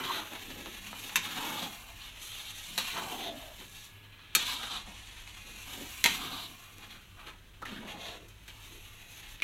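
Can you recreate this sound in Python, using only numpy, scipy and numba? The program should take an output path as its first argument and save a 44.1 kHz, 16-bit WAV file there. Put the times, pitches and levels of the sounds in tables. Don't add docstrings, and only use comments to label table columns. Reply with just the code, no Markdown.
import sys
import numpy as np
from scipy import signal
from scipy.fft import rfft, irfft
from scipy.io import wavfile
from scipy.ndimage import uniform_filter1d
from numba import njit

SR = 44100
rng = np.random.default_rng(int(sys.argv[2]) if len(sys.argv) > 2 else 0)


def boost_factor(decibels):
    exponent = np.asarray(decibels, float) / 20
    return 10 ** exponent


def transcribe(signal):
    frames = np.atleast_2d(signal).T
    limited = np.clip(frames, -1, 1)
    pcm = np.round(limited * 32767).astype(np.int16)
    wavfile.write(sys.argv[1], SR, pcm)


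N = 415863


def unit(x):
    return x / np.sqrt(np.mean(x ** 2))


def steady(x, span_s):
    return x / np.sqrt(uniform_filter1d(x ** 2, int(span_s * SR)) + 1e-12)


def curve(s, values):
    return np.interp(np.arange(N) / SR, s, values)


def decay(t, t60):
    return np.exp(-np.log(1000) * t / t60)


def walk(rate):
    k = int(SR / rate)
    held = np.repeat(rng.standard_normal(N // k + 1), k)
    return 0.5 * uniform_filter1d(uniform_filter1d(held, k), k)[:N]


def band(x, edges):
    return signal.sosfilt(signal.butter(3, edges, "bandpass", fs=SR, output="sos"), x)


def colour(x, table):
    hz, db = np.transpose(table)
    log_hz = np.log(np.fft.rfftfreq(4096, 1 / SR) + 1)
    log_gain = np.interp(log_hz, np.log(hz), db) * np.log(10) / 20
    cep = irfft(log_gain)
    cep = np.r_[cep[0], 2 * cep[1:2048], np.zeros(2048)]
    return signal.fftconvolve(x, irfft(np.exp(rfft(cep))))[:len(x)]


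@njit
def svf(x, hz, sharp):
    y, b, l = np.empty(len(x)), 0., 0.
    for i in range(len(x)):
        g = np.tan(np.pi * hz[i] / SR)
        v = (b + g * (x[i] - l)) / (1 + g * (g + 1 / sharp))
        b, l, y[i] = 2 * v - b, l + 2 * g * v, v / sharp
    return y


def focus(x, hz, sharp, share):
    return share * unit(svf(x, hz, sharp)) + (1 - share) * unit(x)


def gestures(rows, rise_db_s, fall_db_s):
    s, held, db = np.transpose(rows)[:3, :, None]
    t = np.arange(N * 1000 // SR + 1) / 1000
    before, after = np.clip(s - t, 0, None), np.clip(t - s - held, 0, None)
    return boost_factor(db - rise_db_s * before - fall_db_s * after) ** 2, t


def centre(power, rows, t, glide_hz_s, rest, rest_hz):
    s, held, _, hz = np.transpose(rows)[:4, :, None]
    hz = hz + glide_hz_s * (np.clip(t - s, 0, held) - held / 2)
    return curve(t, ((power * hz).sum(0) + rest * rest_hz) / (power.sum(0) + rest))


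# frequency in Hz, density in dB per Hz.
AIR = [(97, -34), (165, -16), (228, 0.5), (361, -0.5), (420, -3), (529, -7), (665, -6), (717, -9),
       (1630, -5.5), (1760, -9), (3920, -17), (15800, -19)]
# centre in Hz, width in Hz, level in dB.
HUM = [
    (98, 16, -61.5),
    (190.2, 5.8, -76),
    (114.4, 129, -65.5),
    (24.6, 14, -61),
]
# time in seconds, level in dB.
WHINE = [(2.2, -95), (2.6, -72), (3.4, -65.5), (4.3, -65), (4.6, -95)]
# start in seconds, held in seconds, level in dB.
GRIPS = [(.58, 0.23, -58), (1.9, 0.23, -56), (2.8, .15, -62), (3.4, 0.22, -59), (4.4, 0.57, -60),
         (4.8, 1.4, -56.5), (7.1, 0.52, -60), (7.9, 0.2, -62), (8.3, 0.53, -57), (9.3, 0.091, -60)]


def kitchen():
    air = unit(colour(rng.standard_normal(N), AIR)) * boost_factor(-64 + 1.0 * walk(1.5))
    hum = sum(unit(band(rng.standard_normal(N), [hz - w / 2, hz + w / 2])) * boost_factor(db) for hz, w, db in HUM)
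    pitch_hz = 1686 * (1 + .001 * walk(6))
    whine = np.sin(2 * np.pi * np.cumsum(pitch_hz) / SR) * boost_factor(curve(*np.transpose(WHINE)) + 2 * walk(9))
    grip, t = gestures(GRIPS, rise_db_s=48, fall_db_s=48)
    hand_db = -70
    rumble = steady(band(rng.standard_normal(N), [36, 60]), 0.058)
    rumble = rumble * curve(t, np.sqrt(grip.sum(0) + boost_factor(2 * hand_db)))
    return air + hum + whine + rumble


# frequency in Hz, density in dB per Hz.
METAL = [(71, -69), (120, -0.5), (185, -1), (388, -4), (598, -6), (677, -3), (885, -1.5), (1780, -4),
         (4000, -5), (5000, -16), (6140, -5), (9460, -13.5), (11400, -7), (15200, -18.5), (16500, -25)]


def sheet(t60):
    t = np.arange(SR // 4) / SR
    return colour(rng.standard_normal(len(t)) * decay(t, t60), METAL)


def slipping_metal():
    slips = rng.standard_normal(N) * boost_factor(2.0 * rng.exponential(size=N) + 3.5 * walk(120) + 3.1 * walk(30))
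    slips = unit(slips)
    ringing = sum(signal.oaconvolve(slips * walk(9), sheet(t60=.09)[:SR // 10])[:N] for _ in range(6))
    return unit(colour(slips, METAL)) + boost_factor(-3.0) * steady(ringing, 0.043)


EDGES_HZ = [(1600, 4600), (140, 500), (500, 1600), (4600, 16400)]
# time in seconds, hiss in dB, then against it in dB fine grit and wet sizzle.
SLIDE = [(0, -50, -4.5, 4.5), (.95, -48.5, -5, 2), (1.65, -49, -1, 4), (1.85, -54.5, -3.5, 5),
         (2.15, -51.5, -8, -3), (3.4, -53, -5, 3), (3.852, -58, 2, -1.5), (3.98, -59, -11.5, 12),
         (4.33, -55.5, -18, 4), (4.9, -53, -6, -16), (5.4, -51.5, -6.5, -5), (5.75, -49.5, -1, 1),
         (6.1, -47.5, -2, 2), (6.55, -55, -3, 5), (7.398, -63.5, -10.5, -2), (8.4, -61, -7, -1),
         (8.7, -55, -2.5, 1), (9.43, -55, -10.5, 1)]
# start in seconds, held in seconds, level in dB, edge centre in Hz,
# fine grit against it in dB.
STROKES = [(.05, 0.13, -39, 3400, -10.5), (1.0, 0.12, -55, 2900, 3.5), (1.24, 0.076, -42, 2980, -8),
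           (1.37, 0.059, -41, 2920, -7.5), (1.45, 0.082, -44, 3000, -4), (1.57, 0.074, -40.5, 3540, -12),
           (2.215, 0.071, -53.5, 3100, 4.5), (2.3, 0.21, -50.5, 3100, -1.5), (2.56, 0.26, -52, 3100, 1),
           (2.8, 0.024, -39, 3260, -6), (2.85, 0.15, -42, 2940, -6), (3.03, 0.15, -46.5, 3040, -3),
           (3.21, 0.048, -45, 3130, -8), (3.76, 0.056, -54, 3250, -8), (4.392, 0.034, -39, 3180, -7.5),
           (4.465, 0.06, -36.5, 3200, -6.5), (4.59, 0.093, -45.5, 3120, -5.5),
           (4.72, 0.049, -42.5, 3300, -8), (6.09, 0.067, -39, 3220, -5), (6.2, 0.084, -44, 3570, -11),
           (6.33, 0.11, -47.5, 3400, -6.5), (7.79, .2, -55.5, 2920, -11), (8.01, 0.12, -47, 3150, -9.5),
           (9.1, 0.1, -69, 2800, 12), (9.29, 0.036, -61.5, 2860, 4.5)]
# start in seconds, held in seconds, level in dB, edge centre in Hz.
GRAZES = [(0, 0.019, -45, 2650), (.32, 0.14, -59, 2700), (2.02, 0.045, -48.5, 3400),
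          (3.59, 0.033, -54, 2980), (5.69, 0.06, -50, 2890), (6.82, 0.029, -52.5, 2900),
          (6.91, 0.024, -50.5, 3200), (6.953, 0.013, -52.5, 2980), (7.195, 0.025, -53.5, 2820),
          (7.272, 0.015, -48.5, 2850), (7.3, 0.016, -52.5, 2500), (7.675, 0.022, -48.5, 3030),
          (7.72, 0.052, -49.5, 3150), (7.877, 0.05, -46.5, 2950), (8.485, 0.016, -52.5, 3060),
          (9.19, 0.083, -56.5, 2880)]
# start in seconds, held in seconds, level in dB, centre in Hz.
GROANS = [(0, 0.058, -44.5, 1250), (.07, 0.037, -45, 1160), (.13, 0.098, -45, 1080),
          (0.322, 0.036, -51, 875), (0.561, 0.023, -56, 820), (1.1, 0.023, -50, 960),
          (1.27, 0.037, -46, 1210), (1.37, 0.17, -44.5, 1070), (1.58, 0.089, -46.5, 840),
          (1.7, 0.22, -58, 734), (2.8, 0.092, -55, 1200), (2.962, 0.036, -40.5, 1070),
          (3.02, 0.13, -47, 900), (3.2, 0.1, -51.5, 870), (3.38, 0.15, -59.5, 760),
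          (4.392, 0.14, -51, 1250), (4.6, 0.17, -47, 1180), (4.87, 0.054, -57, 865), (5.68, 0.18, -58, 940),
          (6.08, 0.089, -50.5, 950), (6.2, 0.2, -47, 1020), (6.5, 0.21, -62, 1160),
          (6.82, 0.019, -55.5, 1160), (6.953, 0.017, -60, 1350), (7.195, 0.02, -53, 1030),
          (7.283, 0.018, -52.5, 1130), (7.67, 0.1, -53.5, 1250), (7.84, 0.1, -51.5, 790),
          (7.96, 0.19, -50.5, 630), (8.57, .04, -62, 1000)]
# start in seconds, held in seconds, level in dB, centre in Hz.
ROCKS = [(0, 0.065, -46.5, 250), (.1, 0.11, -49.5, 355), (.32, 0.032, -54, 300), (.43, .03, -55, 400),
         (.49, .2, -51, 352), (.72, 0.24, -60.5, 298), (.89, .05, -55.5, 200), (1.0, 0.063, -55, 400),
         (1.17, 0.028, -50, 159), (1.27, 0.063, -52, 300), (1.37, .3, -47, 280), (2.7, 0.14, -55.5, 201),
         (2.95, 0.41, -49, 280), (3.2, 0.14, -68, 250), (3.6, 0.036, -58, 300), (4.0, 0.018, -66, 280),
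         (4.38, 0.23, -56.5, 251), (4.7, 0.084, -56.5, 405), (4.878, 0.053, -57, 178),
         (5.45, 0.11, -59.5, 218), (5.68, 0.073, -58.5, 300), (5.78, 0.053, -48, 303),
         (6.08, 0.25, -49.5, 280), (6.3, 0.24, -58.5, 307), (6.75, 0.22, -63, 320), (7.27, 0.018, -58, 298),
         (7.63, 0.061, -55.5, 300), (7.71, 0.26, -52.5, 219), (8.0, 0.25, -57.5, 490),
         (8.72, 0.04, -59, 350)]


def scrape():
    low_db, slide_bowl_db, bite_bowl_db, graze_grit_db = -18, -10.5, -12.5, -11.5
    sizzle_hz = 11500
    bites = STROKES + [(*row, graze_grit_db) for row in GRAZES]
    (stroke, t), (groan, _), (rock, _) = (gestures(rows, 425, 211) for rows in (STROKES, GROANS, ROCKS))
    bite = np.vstack([stroke, gestures(GRAZES, rise_db_s=900, fall_db_s=448)[0]])
    s, slide_db, grit_db, sizzle_db = np.transpose(SLIDE)
    flicker_db = 1.5 * walk(14)[::SR // 1000][:len(t)]
    slide = boost_factor(np.interp(t, s, slide_db) + flicker_db) ** 2
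    slide_low = slide * boost_factor(2 * low_db)
    light = slide * boost_factor(2 * slide_bowl_db) + bite.sum(0) * boost_factor(2 * bite_bowl_db)
    grit = slide * boost_factor(2 * np.interp(t, s, grit_db)) + boost_factor(2 * np.transpose(bites)[4]) @ bite
    powers = [slide + bite.sum(0), slide_low + rock.sum(0), light + groan.sum(0), grit]

    edge_hz = centre(bite, bites, t, 380, slide, 2870)
    bowl_hz = centre(groan, GROANS, t, -600, light, 997)
    stand_hz = centre(rock, ROCKS, t, 0, slide_low, 280)
    edge_hz = 3100 * (edge_hz / 3100) ** 1.5
    bowl_hz = 950 * (bowl_hz / 950) ** 1.14

    metal = slipping_metal()
    edge, stand, bowl, fine = [band(metal, edges) for edges in EDGES_HZ]
    edge = focus(edge, edge_hz, sharp=2.18, share=0.78)
    stand = focus(stand, stand_hz, sharp=2.9, share=0.33)
    bowl = focus(bowl, bowl_hz, sharp=1.82, share=1.0)
    sizzle = boost_factor(curve(s, sizzle_db)) * band(fine, [sizzle_hz, 19500])
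    fine = band(fine, [3000, sizzle_hz]) - sizzle
    parts = [edge, stand, bowl, fine]
    return sum(steady(part, 0.14) * curve(t, np.sqrt(power)) for part, power in zip(parts, powers))


def ring(hz, db, t60, turns):
    t = np.arange(SR // 4)[:, None] / SR
    return (np.sin(2 * np.pi * (hz * t + turns)) * decay(t, t60)) @ boost_factor(db)


LANDINGS_S = [1.157, 2.777, 4.35, 6.04, 9.42]
# frequency in Hz, level in dB,
# 60 dB decay in seconds.
WOK = [
    [(1000, 12, 0.056), (1830, -9, 0.13), (2370, -6.5, 0.14), (2650, 1.5, 0.065), (3580, -6, 0.065),
     (3680, 1, 0.031), (4010, -12, 0.074)],
    [(1860, -21, 5.0), (2810, -10, 4.1), (2800, -25, 5.0), (3850, -5, 2.9), (4140, -2, 0.028)],
    [(1250, 3, 0.071), (2340, -2, 0.05), (2610, -5, 0.11), (3250, -3, 0.16), (3700, -2, 0.06),
     (4320, -10, .15), (4400, -24, .15)],
    [(930, 8.5, 0.098), (1840, -6, 0.064), (2110, 2.5, 0.064), (2276, -9.5, 0.22), (2590, -2.5, 0.073),
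     (2780, -6, 0.16), (3150, -7, .11), (3360, -4.5, 0.12), (4040, 2.5, 0.035)],
    [(2170, -3, 0.045), (2450, 0, 0.13), (2940, -10, 0.075)],
]


def blows(table, modes_db, scatter_db, ring_s, crack_db):
    out, t = np.zeros(N + SR), np.arange(SR // 4) / SR
    for (s, peak_db, *rel), luck in zip(table, rng.standard_normal((len(table), 2, 9))):
        stroke = max(np.searchsorted(LANDINGS_S, s + .01) - 1, 0)
        hz, db, t60 = np.transpose(WOK[stroke])
        level_luck, phase_luck = luck[:, :len(hz)]
        strong = ring(hz, db + scatter_db * level_luck, np.clip(t60, .03, .4), phase_luck)
        crack = unit(colour(t == 0, METAL)) * boost_factor(crack_db)
        sound = decay(t, ring_s) * (unit(sheet(t60=0.2)) + crack + boost_factor(modes_db) * unit(strong))
        at = int(s * SR)
        for edges, rel_db in zip(EDGES_HZ, [0] + rel):
            part = band(sound, edges)
            out[at:at + len(t)] += part / np.abs(part).max() * boost_factor(peak_db + rel_db)
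    return out[:N]


# start in seconds, peak in dB, then against it in dB thud, bowl and crack.
TAPS = [(0.0377, -23, -8, -21, -21), (0.3522, -25.5, -22, -7, -15), (0.507, -29, -10, -12, -11),
        (0.663, -34, -13, 4, -17), (0.932, -41, -23, 9, -20), (1.0936, -24, -31, -14, -12),
        (2.9692, -21.5, -21, -8, -16), (3.6094, -33.5, -28, -4, -15), (4.1919, -36, -27, -4, -25),
        (4.6314, -21.5, -17, -22, -6), (5.7094, -52, -15, -16, -14), (7.193, -41, -21, 1, -16),
        (7.27, -32.5, -12, -14, -15), (7.6185, -38, 0, 9, -2), (7.655, -26, -23, -19, -6),
        (7.889, -41, -19, -14, -13), (8.2851, -43.5, -21, -15, 8.5), (8.4791, -29.5, -17, -14, -2)]


def light_taps():
    return blows(TAPS, modes_db=-16.0, scatter_db=15, ring_s=0.17, crack_db=-11.5) * boost_factor(-8.5)


def sing(tables, sharp, offset_db):
    out, slips = 0, rng.standard_normal(N) * boost_factor(6 * walk(60) + 2 * rng.exponential(size=N))
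    for rows in tables:
        s, hz, db = np.transpose(rows)
        a, b = int(max(s[0] - .1, 0) * SR), int((s[-1] + .1) * SR)
        hz, tone = curve(s, hz)[a:b], np.zeros(N)
        tone[a:b] = steady(svf(svf(slips[a:b], hz, sharp), hz, sharp), .08)
        level_db = curve(np.r_[s[0] - .02, s, s[-1] + .04], np.r_[-90, db + offset_db, -90])
        out = out + tone * boost_factor(level_db)
    return out


# time in seconds, centre in Hz, level in dB.
CAVITY = [
    [(0.05, 1030, -53), (0.068, 1060, -40), (0.112, 1040, -28), (0.132, 1070, -52), (0.204, 930, -45),
     (0.26, 1020, -65), (0.27, 1010, -60)],
    [(1.37, 979, -62), (1.408, 950, -38.5), (1.506, 880, -45.5), (1.54, 885, -42), (1.574, 850, -49),
     (1.596, 951, -44), (1.618, 968, -55), (1.674, 830, -51), (1.72, 730, -63)],
    [(2.94, 930, -51), (2.968, 950, -42), (3.004, 910, -49), (3.022, 929, -44), (3.098, 740, -48),
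     (3.13, 736, -42), (3.18, 821, -46), (3.312, 647, -39.5), (3.4, 631, -56)],
    [(4.44, 1060, -56), (4.464, 1020, -54), (4.488, 1020, -44), (4.514, 1020, -50), (4.55, 1010, -41),
     (4.568, 1000, -48), (4.58, 977, -48)],
]


def cavity():
    return sing(CAVITY, sharp=7., offset_db=-3)


# start in seconds, peak in dB, then against it in dB thud, bowl and crack.
TICKS = [(0.333, -42, -2, -1, -20), (0.5043, -34, -14, -5, -12), (0.6595, -29.5, -17, -6, -9),
         (0.9297, -34, -15, 3.5, -18), (6.7835, -39, -15, -15, 5), (7.6255, -38.5, -14, 4, -1),
         (7.653, -37, -20, -8, -10), (7.684, -36, -22, -15, -10), (7.725, -45, 4, -5, -14),
         (7.856, -46, 7, 5, -14), (9.402, -31, -20, -23, -14)]


def dry_ticks():
    return blows(TICKS, modes_db=-20, scatter_db=6, ring_s=.03, crack_db=9)


# start in seconds, peak in dB, then against it in dB thud, bowl and crack.
KNOCKS = [(1.1575, -10.5, -48, -38, -4), (1.1645, -18, -42, -18, 4), (1.1735, -26, -26, -8.5, -20),
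          (2.7783, -18.5, -23, -9.5, 2.5), (2.785, -18, -32, -17.5, -3), (4.3503, -10, -30.5, -22, 2),
          (4.3606, -22, -16.5, -6, -7), (6.0412, -8, -27, -26, 2.5), (6.0525, -15.5, -15, -7.5, -15),
          (6.0595, -8.5, -30, -15, -2), (9.4212, -17, -26, -13, -11)]


def hard_knocks():
    return blows(KNOCKS, modes_db=3.0, scatter_db=1.5, ring_s=0.1, crack_db=-8)


# time in seconds, centre in Hz, level in dB.
BLADE = [
    [(2.22, 3640, -61), (2.302, 3490, -48), (2.506, 3670, -46), (2.512, 3710, -53), (2.74, 3380, -48)],
    [(2.815, 3990, -43), (2.881, 3740, -51.5), (2.93, 3800, -38)],
    [(3.17, 3500, -48), (3.208, 3550, -50), (3.252, 3590, -37), (3.33, 3420, -46)],
    [(4.39, 3760, -40), (4.538, 4020, -37), (4.58, 3800, -45), (4.772, 3700, -39.5), (4.8, 3660, -50)],
    [(6.29, 3640, -48), (6.302, 3750, -52), (6.314, 3780, -42), (6.444, 3770, -41.5), (6.47, 3700, -46)],
    [(8.0, 3200, -57), (8.012, 3170, -57), (8.08, 3700, -42), (8.132, 3630, -54), (8.16, 3470, -56)],
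]


def blade():
    return sing(BLADE, sharp=4.6, offset_db=-3.5)


# start in seconds, first and last pitch in Hz, length in seconds, level in dB.
SQUELCH = [
    (7.621, 1300, 1300, 0.019, -38.5),
    (7.653, 1570, 1960, 0.016, -41),
    (7.759, 1700, 1700, 0.032, -44.5),
    (8.004, 4100, 3000, 0.051, -54),
    (7.719, 220, 220, 0.024, -43),
    (3.39, 650, 615, 0.153, -52),
    (7.762, 250, 200, .015, -44),
    (7.788, 227, 226, 0.017, -42),
    (7.83, 220, 229, 0.034, -46),
    (7.88, 3100, 2600, .03, -50),
]


def squelches():
    out = np.zeros(N)
    for s, from_hz, to_hz, length, db in SQUELCH:
        u = np.linspace(0, 1, int(length * SR))
        flutter_s = 3 / from_hz + length / 40
        flutter = unit(uniform_filter1d(rng.standard_normal(SR), int(flutter_s * SR)))[:len(u)]
        pitch_hz = from_hz + (to_hz - from_hz) * np.sqrt(u)
        tone = np.sin(2 * np.pi * np.cumsum(pitch_hz) / SR)
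        swell = np.sqrt(np.sin(np.pi * np.sqrt(u)))
        out[int(s * SR):][:len(u)] += boost_factor(db) * swell * (.4 + flutter) * tone
    return out


def tiles(x):
    t = np.arange(SR // 2) / SR
    tail = band(rng.standard_normal(len(t)), [150, 7000]) * decay(t, 0.3) * (t > .004)
    return x + boost_factor(-10) * signal.fftconvolve(x, tail / np.linalg.norm(tail))[:N]


def scene():
    hits = hard_knocks() + light_taps() + squelches() + dry_ticks()
    rest = scrape() + cavity() + blade() + kitchen()
    top = signal.ellip(10, .2, 60, 15830, fs=SR, output="sos")
    return (tiles(hits) + signal.sosfilt(top, rest))[None]


def top_cut(x):
    return signal.sosfilt(signal.butter(12, 16820, fs=SR, output="sos"), x)


def record(dry):
    return top_cut(dry)


dry = scene()
out = record(dry)
transcribe(out)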